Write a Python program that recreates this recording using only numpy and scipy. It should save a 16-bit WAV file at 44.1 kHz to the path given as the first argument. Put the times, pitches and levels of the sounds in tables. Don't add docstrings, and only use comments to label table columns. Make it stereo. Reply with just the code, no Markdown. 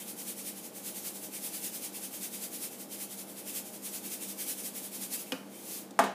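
import sys
import numpy as np
from scipy import signal
from scipy.fft import rfft, irfft, next_fast_len
from scipy.io import wavfile
from scipy.ndimage import uniform_filter1d

SR = 44100
rng = np.random.default_rng(int(sys.argv[2]) if len(sys.argv) > 2 else 0)


def gain_from_decibels(decibels):
    exponent = np.asarray(decibels, float) / 20
    return 10 ** exponent


def unload_audio(sound):
    columns = np.transpose(np.atleast_2d(sound))
    steps = np.round(np.clip(columns, -1, 1) * 32767)
    wavfile.write(sys.argv[1], SR, steps.astype(np.int16))


N = 270763


def evened(x):
    return x / np.sqrt(np.mean(x ** 2) + 1e-20)


def read(points, hz):
    f, value = np.transpose(points)
    return np.interp(np.log(hz + 1), np.log(f + 1), value)


def coloured(x, points):
    size = next_fast_len(len(x))
    gain = gain_from_decibels(read(points, np.fft.rfftfreq(size, 1 / SR)))
    return irfft(rfft(x, size) * gain, size)[:len(x)]


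def resonate(x, hz, width):
    r = np.exp(-np.pi * width / SR)
    pole = r * np.exp(2j * np.pi * hz / SR)
    return 2 * signal.lfilter([1 - r], [1, -pole], x).real


def burst(s, db, length):
    since = np.maximum(np.arange(N) / SR - s, 0)
    return gain_from_decibels(db) * (1 - np.exp(-since / 0.00013)) * np.exp(-since / length)


# f/Hz, level/dB per Hz
FAN_AIR = [(30, -30), (60, -16.5), (100, -29), (140, -12), (190, -5.5), (290, -2), (450, -9), (800, -13.5),
           (1100, -17), (2000, -23), (4000, -26), (15000, -31)]


def fan_air():
    return gain_from_decibels(-52.5) * evened(coloured(rng.standard_normal(N), FAN_AIR))


# f/Hz, width/Hz, level/dB
CASING = [(192.7, 20, -61.5), (258.4, 25, -64.5), (292, 11.3, -62.5), (317.4, 9.4, -62.5),
          (566.6, 39, -66.5), (620.5, 15.4, -65.5), (788, 40, -70.5), (870, 54, -71)]


def casing_drones():
    shake = rng.standard_normal(N)
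    drone = 0
    for hz, width, db in CASING:
        drone = drone + gain_from_decibels(db) * evened(resonate(resonate(shake, hz, width), hz, width))
    return drone


# multiple of shaft rate, level/dB
SHAFT_ORDERS = [(4, -64), (6, -64.5), (7, -69), (8, -62.5), (9, -63.5), (11, -72), (12, -71), (13, -91),
                (14, -67.5), (16, -78), (17, -96)]
# f/Hz, level/dB
STEADY_TONES = [(120, -71.5), (199, -56.5)]


def compressor():
    shaft_hz, waver_hz = 58.1, 0.094
    waver = evened(uniform_filter1d(uniform_filter1d(rng.standard_normal(N), 9000), 9000))
    turn = 2 * np.pi * np.cumsum(shaft_hz + waver_hz * waver) / SR
    sound = np.zeros(N)
    for order, db in SHAFT_ORDERS:
        sound += gain_from_decibels(db) * np.sqrt(2) * np.cos(order * turn + 2 * np.pi * rng.random())
    for hz, db in STEADY_TONES:
        sound += gain_from_decibels(db) * np.sqrt(2) * np.cos(turn * hz / shaft_hz)
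    return sound


def fridge():
    return fan_air() + casing_drones() + compressor()


# f/Hz, T60/s
REVERBERATION = [(150, 0.34), (500, 0.34), (1500, 0.37), (4000, 0.39), (8000, 0.23), (14000, 0.2)]


def kitchen(x):
    taps = np.zeros(SR // 2)
    at = np.arange(150, len(taps) - 20, 20)
    taps[at + rng.integers(0, 20, len(at))] = rng.choice([-1., 1.], len(at))
    hz, t, z = signal.stft(taps, SR, nperseg=256)
    decay = gain_from_decibels(-60 * t / read(REVERBERATION, hz)[:, None])
    tail = signal.istft(z * decay, SR, nperseg=256)[1]
    return signal.fftconvolve(x, tail / np.linalg.norm(tail))[:N]


def struck(hits, modes, crack, rise_cycles, echo_db):
    t = np.arange(SR // 3) / SR
    body = np.zeros(len(t))
    for hz, db, t60 in modes:
        build_up = np.tanh(hz * t / rise_cycles)
        body += gain_from_decibels(db - 60 * t / t60) * build_up * np.sin(2 * np.pi * hz * t)
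    force, snap, cracks = np.zeros(N), np.zeros(N), np.zeros(N)
    rough = rng.standard_normal(N)
    for s, ring_db, crack_db, length, dull_db in hits:
        at = round(s * SR)
        force[at] = gain_from_decibels(ring_db)
        snap[at] = gain_from_decibels(crack_db) * np.sqrt(length * SR)
        colour = [(hz, db - dull_db * np.log2(hz / 2000)) for hz, db in crack]
        cracks += burst(s, crack_db, length) * evened(coloured(rough, colour))
    ring = signal.oaconvolve(force, body)[:N]
    far_snap = coloured(snap, crack)
    far_snap *= np.linalg.norm(snap) / np.linalg.norm(far_snap)
    ring_echo, snap_echo = gain_from_decibels(echo_db)
    return ring + cracks, ring_echo * ring + snap_echo * far_snap


# t/s, ring level/dB, crack level/dB, crack decay/s, dulling/dB per octave
BUMP_CONTACTS = [
    (5.3209, 2.5, -29.5, 0.0045, -2),
    (5.3266, -7, -32, 0.0029, 14),
]
# f/Hz, level/dB, T60/s
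CABINET_MODES = [(267, -30, .19), (511, -33, .11), (2480, -36, .06), (3010, -28, .02), (3230, -30, .015),
                 (183, -42, .15), (353, -46, .08), (640, -40, .05), (850, -38, .02), (1000, -40, .02),
                 (2830, -36, .02)]
# f/Hz, level/dB per Hz
CABINET_NOISE = [(150, -18), (600, 2), (1000, 5), (1500, 1), (2300, -3), (3000, -5), (3700, -7), (5300, -6),
                 (8500, -15), (12000, -11), (16000, -22)]


def cabinet_bump():
    return struck(BUMP_CONTACTS, CABINET_MODES, CABINET_NOISE, rise_cycles=1.5, echo_db=(-13, -8))


# t/s, ring level/dB, crack level/dB, crack decay/s, dulling/dB per octave
KNOCK_CONTACTS = [
    (5.9902, 0, -22.5, 0.0064, -1.5),
    (5.9948, -37, -32, 0.0015, -2.5),
    (6.009, -33, -38, 0.0054, 17),
    (6.0386, -23, -27.5, 0.0055, 0),
]
# f/Hz, level/dB, T60/s
COUNTER_MODES = [(205.7, -31, 0.24), (267, -29.5, 0.21), (354, -36, 0.14), (518, -34, 0.15),
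                 (672, -19.5, 0.072), (693, -19, 0.11), (840, -24, 0.074), (884, -11.5, 0.044),
                 (983, -4, 0.018), (1067, -8.5, 0.024), (1180, -14.5, 0.041), (1470, -23, 0.014),
                 (1683, -11, 0.011), (1855, -10, 0.012), (2230, -18.5, 0.017)]
# f/Hz, level/dB per Hz
COUNTER_NOISE = [(150, -12.5), (400, 2.5), (800, -6.5), (1300, -6), (2200, -11.5), (3000, -12),
                 (4700, -19.5), (6000, -17), (8500, -18), (12000, -22), (15500, -31)]


def counter_knock():
    return struck(KNOCK_CONTACTS, COUNTER_MODES, COUNTER_NOISE, rise_cycles=2.6, echo_db=(-4, -3))


# t/s, level/dB, decay/s
JOLT_TIMES = [
    (5.908, -46, .005),
    (6.116, -56, .004),
]


def jolts():
    spray = sum(burst(*tick) for tick in JOLT_TIMES)
    colour = [(1500, -16.5), (3500, 0), (8000, 2), (12000, -6)]  # f/Hz, level/dB
    return spray * evened(coloured(rng.standard_normal(N), colour))


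def patchy(x, patch_db):
    z = signal.stft(x, nperseg=256)[2]
    patches = uniform_filter1d(rng.standard_normal(z.shape), size=3, axis=0)
    patches = uniform_filter1d(patches, size=14, axis=1)
    return evened(signal.istft(z * gain_from_decibels(patch_db * evened(patches)), nperseg=256)[1][:N])


# down peak t/s, hiss level/dB, return peak t/s, hiss level/dB
SHAKE_PEAKS = [(0.014, -39, 0.096, -37), (0.202, -36.5, 0.294, -34), (0.395, -37.5, 0.481, -34),
               (0.581, -40.5, 0.654, -39.5), (0.773, -40, 0.879, -34), (0.972, -35.5, 1.072, -33),
               (1.161, -39, 1.244, -37), (1.353, -35.5, 1.457, -32.5), (1.551, -33.5, 1.658, -31.5),
               (1.753, -35, 1.849, -33.5), (1.963, -36.5, 2.046, -35), (2.148, -36, 2.244, -33),
               (2.348, -35.5, 2.44, -33.5), (2.548, -35.5, 2.64, -32.5), (2.735, -41.5, 2.814, -39.5),
               (2.935, -37, 3.022, -34), (3.125, -38.5, 3.2, -37.5), (3.299, -43, 3.391, -39.5),
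               (3.49, -35, 3.571, -31.5), (3.673, -41, 3.752, -40.5), (3.861, -34.5, 3.957, -33.5),
               (4.061, -36, 4.131, -33), (4.232, -35, 4.301, -35.5), (4.411, -32, 4.5, -30),
               (4.597, -36, 4.66, -33), (4.773, -35, 4.851, -36.5), (4.951, -35.5, 5.033, -33.5),
               (5.142, -30, 5.205, -36.5)]
# peak t/s, hiss level/dB, rise/dB per s, fall/dB per s, wall re hiss/dB
SLOW_SLIDES = [
    (5.283, -46, 360.0, 99, -3),
    (5.568, -47, 174, 180.0, -1.5),
    (5.755, -36, 99, 188, -34),
]


def strokes():
    down_s, down_db, back_s, back_db = np.transpose(SHAKE_PEAKS)
    hurry = (0.085 / (back_s - down_s)) ** 0.64
    hard_db = -36
    luck_down, luck_back = 4 * rng.standard_normal((len(SHAKE_PEAKS), 2)).T

    def wall(db, mean_db, luck):
        return mean_db - 0.4 * (db - hard_db) + luck

    down_rise = 360 * (1 + 0.008 * (down_db - hard_db))
    down = down_s, down_db, down_rise, 290 * hurry, wall(down_db, -13.5, luck_down)
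    back_fall = np.full(len(back_s), 308.0)
    back = back_s, back_db, 335 * hurry, back_fall, wall(back_db, -20, luck_back)
    return np.hstack([down, back, np.transpose(SLOW_SLIDES)])


# f/Hz, level/dB per Hz
GRAIN_SPECTRUM = [(900, -22), (1700, -14), (2600, -9.5), (4200, -9), (7000, -5), (10300, -1), (12800, -3.5),
                  (15300, -4.5)]
# f/Hz, width/Hz, level/dB
WALL_MODES = [(2050, 290, -3), (2320, 550, 4), (2673, 60, 13), (3160, 500, 4.5), (3620, 310, 2)]


def salt():
    grains_per_s, spread_db = 30000, 1.5
    step = 64
    t = np.arange(N // step + 2) * step / SR
    s, db, rise, fall, wall_db = strokes()

    def swell(since, steep, round_db):
        slope = steep * np.where(since < 0, rise, fall)
        return gain_from_decibels(round_db - np.hypot(slope * since, round_db)) ** 2

    def envelope(power):
        return np.interp(np.arange(N) / SR, t, np.sqrt(power.sum(1)))

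    since = t[:, None] - s
    hiss = envelope(gain_from_decibels(db - 2.5) ** 2 * swell(since, 1.33, 9.05))
    ring = envelope(gain_from_decibels(db - 7.5 + wall_db) ** 2 * swell(since + 0.0033, 1.5, 7.6))
    chance, size, sign = rng.random((3, N))
    strengths = gain_from_decibels(-spread_db * np.log(size + 0.0028))
    grains = (chance < grains_per_s / SR) * strengths * np.sign(sign - .5)
    wall = sum(gain_from_decibels(d) * resonate(resonate(grains, f, w), f, w) for f, w, d in WALL_MODES)
    fine_hiss = hiss * patchy(coloured(grains, GRAIN_SPECTRUM), patch_db=0.87)
    return fine_hiss + gain_from_decibels(-6.0) * ring * patchy(wall, patch_db=5.0)


def scene():
    hum = fridge()
    bump, far_bump = cabinet_bump()
    knock, far_knock = counter_knock()
    shaker = salt() + jolts()
    reflections = kitchen(gain_from_decibels(-11.5) * shaker + far_knock + far_bump)
    mix = shaker + knock + bump + reflections + hum
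    return np.array([mix, mix])


def low_pass(x):
    return signal.sosfilt(signal.butter(12, 16470, fs=SR, output="sos"), x)


def record(dry):
    bass_cut = signal.butter(3, 115, "highpass", fs=SR, output="sos")
    thin = signal.sosfilt(bass_cut, dry)
    treble_cut = signal.firwin(801, 15380, window=("kaiser", 9), fs=SR)
    finished = signal.oaconvolve(thin, treble_cut[None], "same")
    return low_pass(finished)


dry = scene()
out = record(dry)
unload_audio(out)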